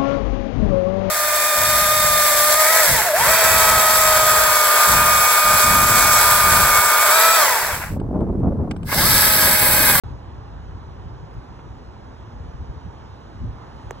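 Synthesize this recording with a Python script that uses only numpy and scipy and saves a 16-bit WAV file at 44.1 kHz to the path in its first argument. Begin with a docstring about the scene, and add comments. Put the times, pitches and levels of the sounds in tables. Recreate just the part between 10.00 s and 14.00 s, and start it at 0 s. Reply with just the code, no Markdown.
"""A breezy golf green

An open golf green in light wind, heard by a small microphone with two ports (left and right).
Distant traffic and trees make a steady wash; gusts buffet the microphone with a low flutter.
Two faint ticks sound nearby. Near the end a golf ball lands on the turf with one short thud:
its hard shell clicks and the grass brushes against it."""
import sys
import numpy as np
from scipy import signal
from scipy.fft import rfft, irfft, next_fast_len
from scipy.io import wavfile
from scipy.ndimage import uniform_filter1d, map_coordinates

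SR = 44100
rng = np.random.default_rng(int(sys.argv[2]) if len(sys.argv) > 2 else 0)


def master(y):
    """Save y as 16-bit WAV."""
    cut = np.clip(np.atleast_2d(y).T, -1, 1)
    pcm = np.round(cut * 32767)  # scale
    wavfile.write(sys.argv[1], SR, pcm.astype(np.int16))


N = 176400  # 4 seconds

# how alike the two ports sound (frequency [Hz], likeness [0-1])
PORT_LIKENESS = [(50, 1), (170, 0.66), (300, 0.87), (540, 0.86), (950, 0.13), (1500, 0.55), (2500, 1),
                 (3700, 1), (4700, 1), (7000, 1)]
# how much louder the left port is (frequency [Hz], left minus right [dB])
PORT_BALANCE = [(150, 0.1), (350, -1), (550, -2), (950, -7), (1400, -4), (2200, -1), (3000, 0.5), (5000, 0)]
# how far the left port's wave runs ahead (frequency [Hz], lead [radians])
PORT_LEAD = [(30, -1.35), (200, -0.12), (400, -0.92), (700, -1.93), (1000, 0), (1800, 0.63), (2400, 1.84),
             (3300, 1.49), (3950, 1.5), (4700, 3), (6900, 6.5), (9000, 10), (11000, 13), (15000, 18)]
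# drone of far engines (frequency [Hz], relative level [dB])
ENGINE_SPECTRUM = [(15, -23), (30, -19), (55, 0.5), (90, -3.5), (120, 2), (155, -6.5), (230, -8),
                   (340, -10), (500, -15.5), (700, -23.5), (1200, -43), (4000, -100)]
# roar of far tyres (frequency [Hz], relative level [dB])
TYRE_SPECTRUM = [(200, -21), (450, -3), (680, -2), (880, 0.5), (1100, -3), (1650, -10.5), (2300, -21),
                 (4000, -36), (9000, -89)]
# how the tyre roar swells (time [s], level [dB])
TYRE_LEVELS = [(0, -46.5), (1.0, -46.5), (1.55, -46.5), (1.8, -47.5), (2.6, -47), (3.3, -47), (3.52, -47),
               (3.64, -43.5), (3.76, -46.5), (4, -45.4)]
# hiss of air in the leaves (frequency [Hz], relative level [dB])
LEAF_SPECTRUM = [(300, -32), (1500, -4.5), (2300, 0.5), (3000, 2), (4200, -1.5), (5400, -2.5), (6500, -9),
                 (7400, -13.5), (8500, -17.5), (10000, -22), (14000, -26), (15000, -33), (16000, -44)]
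# how the hiss swells; only the swing around its average counts (time [s], relative level [dB])
LEAF_SWELLS = [(0.1, -71.5), (0.14, -74), (3.49, -73), (3.75, -71), (3.88, -71)]
# breeze between the gusts (time [s], level [dB])
BREEZE_LEVELS = [(0, -40.5), (0.9, -41.5), (1.5, -42), (2.2, -43), (2.6, -44.5), (3.2, -42.5), (3.7, -47),
                 (4, -42.5)]
# gusts at the microphone (time [s], peak level [dB], half-width [s], eddies relative to the gust [dB])
WIND_GUSTS = [(0.055, -34, 0.032, 0), (0.135, -28, .02, -13), (0.38, -36, 0.018, -12),
              (0.69, -35, 0.037, -9), (0.756, -35, 0.0097, -2), (0.89, -37, 0.011, -0.5),
              (1.001, -38, 0.019, -1.5), (1.067, -32.5, 0.015, -3), (1.238, -35, 0.015, -3),
              (1.381, -31.5, .018, -4), (1.514, -35, 0.0096, -1), (2.365, -37, 0.022, -1.5),
              (2.409, -31, 0.011, -10), (2.461, -33.5, 0.0091, -0.5), (2.495, -32.5, 0.0092, -6),
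              (2.55, -30.5, 0.0083, -8.5), (2.618, -27, 0.015, -19), (2.702, -28, 0.011, -6),
              (2.77, -31, 0.01, -7), (2.866, -29, 0.02, -12), (3.37, -35, 0.013, -11),
              (3.42, -28, 0.015, -6), (3.447, -28.5, 0.013, 1.5), (3.487, -26, 0.017, -1.5),
              (3.535, -36, 0.024, -11), (3.87, -34.5, 0.016, -9)]
# rumble of wind hitting the microphone (frequency [Hz], relative level [dB])
BUFFET_SPECTRUM = [(15, -37), (28, -24), (50, 2.5), (75, -0.5), (115, -5.5), (160, -18), (260, -26.5),
                   (500, -40.5), (1500, -73), (4000, -120)]
# eddies, the small swirls that gusts shed (frequency [Hz], relative level [dB])
EDDY_SPECTRUM = [(60, -15), (105, 3), (135, 1), (180, -8.5), (280, -18), (500, -39), (2000, -87)]
# faint ticks (time [s], level before filtering [dB], centre pitch [Hz], time to fade 60 dB [s])
FAINT_TICKS = [(1.3412, -57, 11000, .005), (1.591, -35.5, 720, 0.04)]
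# tones of the ball's shell (frequency [Hz], level relative to the thud [dB], time to fade 60 dB [s])
SHELL_TONES = [(1590, 2.5, 0.0063), (3470, -20, 0.01), (6440, 4.5, 0.0033), (7480, -6, 0.0058),
               (11900, -20, .005), (14600, -9, 0.0034)]


def amp(db):
    """Turn decibels into a number to multiply by."""
    return 10 ** (np.asarray(db) / 20)


def unit(x):
    """Scale a signal to an average size (rms) of 1."""
    return x / np.sqrt(np.mean(x ** 2) + 1e-20)


def at_hz(table, hz):
    """Read a table between its frequencies, on a log scale."""
    frequencies, values = np.transpose(table)
    return np.interp(np.log(hz + 1), np.log(frequencies + 1), values)


def over_time(table):
    """Join a table's timed points with straight lines."""
    return np.interp(np.arange(N) / SR, *np.transpose(table))


def since(start_s):
    """Seconds since start_s, zero before it."""
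    return np.maximum(np.arange(N) / SR - start_s, 0)


def wobble(per_second):
    """A smooth curve through random points."""
    points = rng.standard_normal(int(N * per_second / SR) + 4)
    return map_coordinates(points, [np.arange(N) * per_second / SR])


def filtered(x, response):
    """Multiply each frequency in x by response(hz)."""
    size = next_fast_len(N + SR // 2)
    hz = np.fft.rfftfreq(size, 1 / SR)
    return irfft(rfft(x, size) * response(hz), size)[..., :N]


def panned(x, pan_db):
    """Make the left side pan_db louder than the right."""
    return x * amp(np.array([[.5], [-.5]]) * pan_db)


def steadied(x):
    """Even out the chance swells in a noise."""
    power = uniform_filter1d(np.mean(x ** 2, axis=0), size=1500)
    return x / np.sqrt(np.abs(power) + 1e-9)


def rush(spectrum, patchy_db=0):
    """Rushing noise of rms 1 with random louder and softer patches, as the two ports hear it."""
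    def split(hz):  # the more alike the ports, the more noise they share
        angle = np.arccos(np.clip(at_hz(PORT_LIKENESS, hz), 0, 1)) / 2
        return amp(at_hz(spectrum, hz)) * [np.cos(angle), np.sin(angle)]

    def ports(hz):
        phase_shift = np.exp(1j * np.outer([.5, -.5], at_hz(PORT_LEAD, hz)))
        return panned(phase_shift, at_hz(PORT_BALANCE, hz))

    grid = signal.stft(rng.standard_normal((2, N)), nperseg=1024)[2]
    patches = uniform_filter1d(rng.standard_normal(grid.shape[1:]), size=7, axis=0)  # blur in pitch
    patches = uniform_filter1d(patches, size=9, axis=1)  # blur in time
    noise = signal.istft(grid * amp(patchy_db * unit(patches)), nperseg=1024)[1][:, :N]
    shared, opposite = filtered(noise, split)
    return unit(filtered(np.array([shared + opposite, shared - opposite]), ports))


def burst(start_s, centre_hz, fade_s):
    """A broad burst of noise that fades by 60 dB in fade_s."""
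    band = lambda hz: (2 * hz * centre_hz / (hz ** 2 + centre_hz ** 2)) ** 2
    noise = unit(filtered(rng.standard_normal(N), band))
    t = since(start_s)
    return filtered(noise * (t > 0) * amp(-60 * t / fade_s), band)


def traffic():
    """Far engines drone steadily while the roar of tyres gently swells."""
    engines = amp(-42) * rush(ENGINE_SPECTRUM, patchy_db=0.82)
    tyres = amp(over_time(TYRE_LEVELS)) * rush(TYRE_SPECTRUM, patchy_db=0.85)
    return engines + tyres


def trees(average_db=-60):
    """Air moving through leaves makes a soft hiss."""
    swell_db = over_time(LEAF_SWELLS)
    return amp(average_db + swell_db - swell_db.mean()) * rush(LEAF_SPECTRUM, patchy_db=1.4)


def wind(flutter_db=2.5, eddy_trim_db=-1.5):
    """Gusts ride on a fluttering breeze, buffet the microphone and shed smaller, brighter eddies."""
    t = np.arange(N) / SR
    breeze = amp(over_time(BREEZE_LEVELS) + flutter_db * wobble(per_second=18))
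    wind_power, eddy_power = breeze ** 2, np.zeros(N)
    for peak_s, db, half_width_s, eddy_db in WIND_GUSTS:
        swell = np.exp(-((t - peak_s) / half_width_s) ** 2)
        wind_power += amp(db) ** 2 * swell
        eddy_power += amp(db + eddy_db) ** 2 * swell
    rumble = np.sqrt(wind_power) * steadied(rush(BUFFET_SPECTRUM))
    eddies = np.sqrt(eddy_power) * steadied(rush(EDDY_SPECTRUM))
    return rumble + amp(eddy_trim_db) * eddies


def ticks():
    """Two tiny ticks close by, the first high and the second lower."""
    return sum(amp(db) * burst(start_s, hz, fade_s) for start_s, db, hz, fade_s in FAINT_TICKS)


def ball_landing(start_s=3.9083):
    """The ball hits the turf: a thud that falls in pitch, a click of its shell and a brush of grass."""
    start_hz, end_hz, fall_s = 2790, 375, 0.00087
    thud_rise_s, thud_length_s, click_rise_s = 0.00034, 0.0055, 0.00043
    t = since(start_s)
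    pitch_hz = end_hz + (start_hz - end_hz) * np.exp(-t / fall_s)
    phase = 2 * np.pi * np.cumsum(pitch_hz * (t > 0)) / SR
    thud_shape = (1 - np.exp(-t / thud_rise_s)) * np.exp(-(t / thud_length_s) ** 2)
    thud = -np.sin(phase) * thud_shape
    ring = sum(amp(db - 60 * t / fade_s) * np.sin(2 * np.pi * hz * t) for hz, db, fade_s in SHELL_TONES)
    click = (1 - np.exp(-t / click_rise_s)) ** 2 * ring
    grass = amp(-26.5) * burst(start_s + .001, centre_hz=6740, fade_s=0.027)
    return panned(amp(-22) * (thud + click + grass), pan_db=-5)  # a little to the right


def scene():
    """Everything on the green, added together."""
    return traffic() + trees() + wind() + ticks() + ball_landing()


def record(dry):
    """The sound begins after a short silence and keeps nothing above top_hz."""
    silence_s, fade_in_s, top_hz = .036, 0.00059, 16000
    fade_in = np.minimum(since(silence_s) / fade_in_s, 1)
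    return filtered(dry * fade_in, lambda hz: hz < top_hz)


dry = scene()
out = record(dry)
master(out)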